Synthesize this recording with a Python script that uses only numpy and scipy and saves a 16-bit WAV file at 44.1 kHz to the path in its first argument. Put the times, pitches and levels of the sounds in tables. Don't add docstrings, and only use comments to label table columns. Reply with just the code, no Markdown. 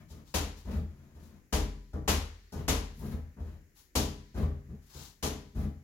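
import sys
import numpy as np
from scipy import signal
from scipy.fft import rfft, irfft, next_fast_len
from scipy.io import wavfile

SR = 44100
rng = np.random.default_rng(int(sys.argv[2]) if len(sys.argv) > 2 else 0)


def put_to_file(sound):
    columns = np.atleast_2d(sound).T
    safe = np.clip(columns, -1, 1)
    whole_steps = np.round(safe * 32767)
    wavfile.write(sys.argv[1], SR, whole_steps.astype(np.int16))


N = 257103
TAIL = np.arange(int(1.5 * SR)) / SR

# start and push length in seconds, then boom, knock, slap and crackle in dB.
FLOOR_IMPACTS = [(0.340, 0.016, -24, -36.5, 12.5, 1), (1.525, 0.021, -16, -30, 12, -1),
                 (2.077, 0.014, -20, -41.5, 17, 4.5), (2.679, 0.018, -19.5, -33.5, 15, 3),
                 (3.952, 0.015, -23.5, -29.5, 10.5, 3.5), (5.226, 0.015, -29.5, -33, 8, -1.5)]
# start in seconds, then boom,
# knock and crackle in dB.
HAND_PATS = [(0.1, -47.5, -57, -28), (1.148, -51, -60, -40), (1.931, -36.5, -40, -31),
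             (2.521, -51.5, -41.5, -19.5), (2.546, -40.5, -49, -57), (3.365, -54.5, -49.5, -45),
             (3.398, -37.5, -51.5, -37), (4.691, -46.5, -56, -52), (4.945, -50.5, -53.5, -52)]
# landing of the palms and stop of the ball in seconds,
# then landing boom, knock, stopping boom and skid judder in dB.
HAND_CATCHES = [(0.667, 0.75, -37, -44.5, -31.5, -34.5), (3.013, 3.133, -42.5, -45.5, -36.5, -37.5),
                (4.362, 4.421, -38, -38.5, -28, -31), (5.568, 5.626, -32, -44.5, -35.5, -36)]
# middle and length in seconds, judder in dB.
GRIP_SHIFTS = [(0.01, 0.034, -43), (0.161, 0.12, -44), (0.99, 0.55, -55), (1.264, 0.32, -51),
               (2.576, 0.11, -36), (3.487, 0.21, -47.5), (4.72, 0.18, -55.5)]
# middle and length in seconds, swish and shrill in dB.
BRUSHES = [(0.11, 0.058, -60.5, -67), (0.292, 0.1, -64.5, -77), (0.586, 0.051, -59, -74),
           (1.241, 0.11, -68, -70), (3.042, 0.23, -67, -61.5), (3.787, 0.083, -63, -63),
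           (4.883, 0.18, -71, -74), (5.002, 0.22, -54, -65.5), (5.6, 0.11, -67, -63.5)]
# middle and length in seconds, slip rate in Hz, level in dB.
GRIP_SLIPS = [(0.796, 0.18, 210, -41.5), (3.083, 0.24, 205, -42), (4.429, 0.11, 235, -37),
              (4.729, .12, 194.8, -43.5), (5.631, 0.2, 210, -36)]

# frequency in Hz, level in dB, 60 dB decay time (t60) in seconds.
LOW_MODES = [(44.97, -5.5, 0.8), (55.9, -5.5, 0.46), (64.6, 5.5, 0.31), (73.54, 3, 0.3), (77.93, 6.5, 0.5),
             (85.9, -8, 0.88)]
BALL_MODES = [(129.4, -17.5, 1.13), (139, -1.5, 0.6), (153.5, -17.5, 0.94), (177.1, -10, 0.59),
              (205.4, -4.5, 0.68), (215.4, -8.5, 0.69), (241.8, -2.5, 0.44), (259.5, -2, 0.49),
              (284.7, -5.5, 0.59), (311.2, -1, 0.47), (404, -3.5, 0.57), (431, -3, 0.43), (474, -3.5, 0.32),
              (493, -12, 0.58), (612, -4, 0.43), (690, -5, 0.32), (785, -24, 0.058), (808.5, -5.5, 0.43),
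              (913, 2, 0.077), (994, -14, 0.68), (1015, -7, 0.16), (1166, -5.5, 0.38), (1310, -20, 0.28),
              (1530, -32, 0.71), (1940, -27, 0.42), (3180, -30.5, 0.36)]

# frequency in Hz, level in dB.
BACKGROUND_SPECTRUM = [(20, 4.5), (45, 4.5), (80, -8), (130, -17), (400, -16.5), (900, -42), (1900, -27),
                       (3500, -40), (7000, -29), (8500, -43), (11000, -34), (16000, -35.5)]
JUDDER_SPECTRUM = [(40, -22), (80, 15), (105, 1), (150, 3), (250, -2.5), (360, -8), (480, -14), (900, -20),
                   (1800, -25), (4000, -33.5), (9000, -54)]
SWISH_SPECTRUM = [(300, -20), (900, 4), (2000, -5), (4000, 3.5), (7000, 2), (8500, -6), (16000, -6)]
SHRILL_SPECTRUM = [(2000, -42), (6500, 2), (8500, -9.5), (10500, 6), (14000, 2), (16000, 2.5)]
PAT_SPECTRUM = [(60, -14.5), (140, 13.5), (260, 2), (450, -1), (800, -14), (1500, -17.5), (3000, -36.5),
                (8000, -70)]
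CRACKLE_SPECTRUM = [(300, 10), (1000, 6), (1800, -14.5), (3000, 2), (5000, 2.5), (7000, 4), (8300, -6.5),
                    (10300, -1.5), (13500, -3), (16000, -14)]
SLAP_SPECTRUM = [(70, -33.5), (130, 1), (300, 5), (360, -22), (440, 5.5), (560, -8), (1000, -5),
                 (1500, -8.5), (2500, -9.5), (6000, -22), (16000, -43)]
CAVITY_SPECTRUM = [(500, -42), (1200, -29.5), (1700, -26), (2600, -27), (4500, -14), (7000, -15.5),
                   (8500, -21), (16000, -45)]

# frequency in Hz, t60 in seconds.
ROOM_DECAY = [(100, 0.44), (300, 0.4), (800, 0.43), (2000, 0.49), (5000, 0.4), (8000, 0.35), (14000, 0.31)]
CAVITY_DECAY = [(1000, 1.2), (1800, 11), (3200, 1.72), (7000, 0.9)]
# frequency in Hz, correlation.
COHERENCE = [(100, 0.81), (250, 0.99), (550, 0.46), (1200, 0.071), (8000, 0)]


def undb(db):
    return 10 ** (np.asarray(db) / 20)


def along(points, hz):
    f, value = np.transpose(points)
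    return np.interp(np.log(np.maximum(hz, 1)), np.log(f), value)


def fade(t60):
    return np.exp(-np.log(1000) * TAIL / t60)


def hump(middle_s, length_s):
    return np.cos(np.pi * np.clip((np.arange(N) / SR - middle_s) / length_s, -.5, .5))


def wander(rate_hz):
    return np.interp(np.arange(N) / SR * rate_hz, np.arange(N), rng.standard_normal(N))


def pan(left_db):
    return undb(np.array([[left_db], [-left_db]]) / 2)


def add(track, start_s, x):
    i = max(int(start_s * SR), 0)
    track[..., i:i + x.shape[-1]] += x[..., :N - i]


def through(x, response):
    return signal.fftconvolve(np.atleast_2d(x), np.atleast_2d(response), axes=1)[:, :N]


def colour(x, spectrum, size=8192):
    gain = undb(along(spectrum, np.fft.rfftfreq(size, 1 / SR)))
    cepstrum = irfft(np.log(gain))
    cepstrum[1:size // 2] *= 2
    cepstrum[size // 2 + 1:] = 0
    return np.squeeze(through(x, irfft(np.exp(rfft(cepstrum)))))


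def coherent_pair(size):
    mid, side = rfft(rng.standard_normal((2, size)))
    alike = np.clip(along(COHERENCE, np.fft.rfftfreq(size, 1 / SR)), -1, 1)
    return mid * np.sqrt(1 + alike) + side * np.sqrt(1 - alike) * np.array([[1], [-1]])


def noise(spectrum):
    white = irfft(coherent_pair(next_fast_len(N + 1)))[:, :N]
    x = colour(white, spectrum)
    return x / x.std()


def unit(x):
    return x / np.sqrt(np.sum(x ** 2, axis=-1, keepdims=True))


def diffuse(decays, build_s, size=32768):
    log_hz = np.log(np.fft.rfftfreq(size, 1 / SR) + 1)
    field = coherent_pair(size)
    centres = np.log([hz for hz, _ in decays])
    out = 0
    for share, (_, t60) in zip(np.eye(len(centres)), decays):
        band = irfft(field * np.interp(log_hz, centres, share))
        out = out + band * fade(t60)[:size]
    return unit(out * (1 - np.exp(-TAIL[:size] / build_s)))


def room(direct, build_s):
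    lag_samples = 5
    tail = diffuse(ROOM_DECAY, build_s)
    size = tail.shape[1]
    left = np.pad(direct, (0, size))
    right = np.pad(left, (lag_samples, 0))
    return np.array([left[:size], right[:size]]) + tail


def ring(modes, rise_s, spread, flip):
    out = 0
    for k, (hz, db, t60) in enumerate(modes):
        phase = np.array([[1], [-1]]) * min(spread * hz / 1000, 1) * (-1) ** (k // 2)
        out = out + flip ** k * undb(db) * fade(t60) * np.sin(2 * np.pi * hz * TAIL + phase)
    return out * (1 - np.exp(-TAIL / rise_s))


def sliding(skid_lead_s=0.023, skid_overrun_s=0.042):
    slide = sum(undb(db) * hump(s, length) for s, length, db in GRIP_SHIFTS)
    for land_s, stop_s, *_, judder_db in HAND_CATCHES:
        start, end = land_s - skid_lead_s, stop_s + skid_overrun_s
        slide = slide + undb(judder_db) * hump((start + end) / 2, end - start)
    return slide


def rubbing(uneven_db=3, slip_hz=86.5, linger_t60=0.34):
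    slide = sliding()
    sleeves = sum(undb(levels)[:, None] * hump(s, length) for s, length, *levels in BRUSHES)
    palms = undb([-29, -31.5])[:, None] * slide
    slips = undb(uneven_db * wander(slip_hz))
    judder = slide * slips * noise(JUDDER_SPECTRUM)[0]
    hiss_power = (np.hypot(palms, sleeves) * slips) ** 2
    lingering = np.abs(through(hiss_power, unit(fade(linger_t60)) ** 2))
    swish, shrill = np.sqrt(0.42 * hiss_power + lingering)
    return judder, swish * noise(SWISH_SPECTRUM) + shrill * noise(SHRILL_SPECTRUM)


def ball_body(floor_knock, hand_knock, judder):
    force = floor_knock + undb(-1) * hand_knock + undb(-58) * judder
    return through(force, ring(BALL_MODES, rise_s=0.033, spread=0.85, flip=-0.983))


def touches(push_s=0.013, stop_push_s=0.01, finger_lead_s=0.02):
    no_crackle = -np.inf
    rows = [(s, push_s, *levels) for s, *levels in HAND_PATS]
    for land_s, stop_s, boom_db, knock_db, stop_db, _ in HAND_CATCHES:
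        rows += [(land_s - finger_lead_s, push_s, boom_db - 6, knock_db - 6, -33),
                 (land_s, push_s, boom_db, knock_db, no_crackle),
                 (stop_s, stop_push_s, stop_db, knock_db - 3, no_crackle)]
    return rows


def blows(impacts):
    push, knock = np.zeros((2, N))
    for s, push_s, boom_db, knock_db, *_ in impacts:
        n = int(push_s * SR)
        add(push, s, undb(boom_db) * np.sin(2 * np.pi * np.arange(n) / n) * 2 / n)
        add(knock, s, undb([knock_db]))
    return push, knock


def room_boom(floor_push, hand_push, notch_hz=95.6, notch_width_hz=31):
    held_modes = [(hz, db + 7, 0.77 * t60) for hz, db, t60 in LOW_MODES]
    free = through(floor_push, ring(LOW_MODES, rise_s=0.019, spread=0.49, flip=0.92))
    held = through(hand_push, ring(held_modes, rise_s=0.016, spread=0.6, flip=0.97))
    notch = signal.iirnotch(notch_hz, notch_hz / notch_width_hz, fs=SR)
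    return signal.lfilter(*notch, free + held)


def crackle(rise_s, t60, grain_db):
    snaps = rng.standard_normal(len(TAIL)) * undb(grain_db * rng.standard_normal(len(TAIL)))
    return unit(snaps * (1 - np.exp(-TAIL / rise_s)) * fade(t60))


def pats(pat_gain_db=45.5):
    pat, skin = np.zeros((2, N))
    for s, _, _, knock_db, skin_db in touches():
        add(pat, s, undb(knock_db + pat_gain_db) * crackle(rise_s=0.0044, t60=0.19, grain_db=2.5))
        add(skin, s, undb(skin_db) * crackle(rise_s=0.0018, t60=0.12, grain_db=-3.5))
    return colour(pat, PAT_SPECTRUM) + colour(skin, CRACKLE_SPECTRUM)


def landings():
    slap, skin = np.zeros((2, N)), np.zeros((2, N))
    for s, *_, slap_db, skin_db in FLOOR_IMPACTS:
        smack = undb(-8) * crackle(rise_s=0.001, t60=0.094, grain_db=3.5)
        add(slap, s, undb(slap_db) * room(smack, build_s=0.0058))
        snaps = undb(-6) * crackle(rise_s=0.00091, t60=0.29, grain_db=11)
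        add(skin, s, undb(skin_db) * room(snaps, build_s=0.0064))
    return colour(slap, SLAP_SPECTRUM) * pan(3.9) + colour(skin, CRACKLE_SPECTRUM) * pan(5.5)


def cavity_ping():
    jolts = np.zeros(N)
    for s, *_, skin_db in FLOOR_IMPACTS:
        add(jolts, s, undb([skin_db]))
    return through(colour(jolts, CAVITY_SPECTRUM), diffuse(CAVITY_DECAY, build_s=0.0053, size=65536))


def groans(jitter=0.1, uneven_db=3, other_palm_ratio=0.68):
    clock = np.cumsum(1 + jitter * wander(70)) / SR
    out = 0
    for s, length, hz, db in GRIP_SLIPS:
        phase = 2 * np.pi * hz * clock
        palm = np.sin(phase) + undb(-14) * np.sin(2 * phase)
        slower_palm = undb(-0.5) * np.sin(other_palm_ratio * phase)
        out = out + undb(db) * hump(s, length) * (palm + slower_palm)
    return out * undb(uneven_db * wander(60))


def scene():
    floor_push, floor_knock = blows(FLOOR_IMPACTS)
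    hand_push, hand_knock = blows(touches())
    judder, hiss = rubbing()
    body = ball_body(floor_knock, hand_knock, judder) * pan(2.3)
    walls = room(undb([-5]), build_s=0.001)
    hands = through(undb(-1) * pats() + undb(-3.5) * judder, walls) * pan(4.2) + hiss * pan(8)
    deep = room_boom(floor_push, hand_push) + groans()
    background = undb(-61) * noise(BACKGROUND_SPECTRUM)
    return (deep + background) * pan(2.1) + body + hands + landings() + cavity_ping() * pan(3.9)


def record(dry, low_cut_hz=45.4, top_hz=16000):
    dry = signal.sosfilt(signal.butter(2, low_cut_hz, "highpass", fs=SR, output="sos"), dry)
    return signal.sosfilt(signal.ellip(10, .2, 80, top_hz, fs=SR, output="sos"), dry)


dry = scene()
out = record(dry)
put_to_file(out)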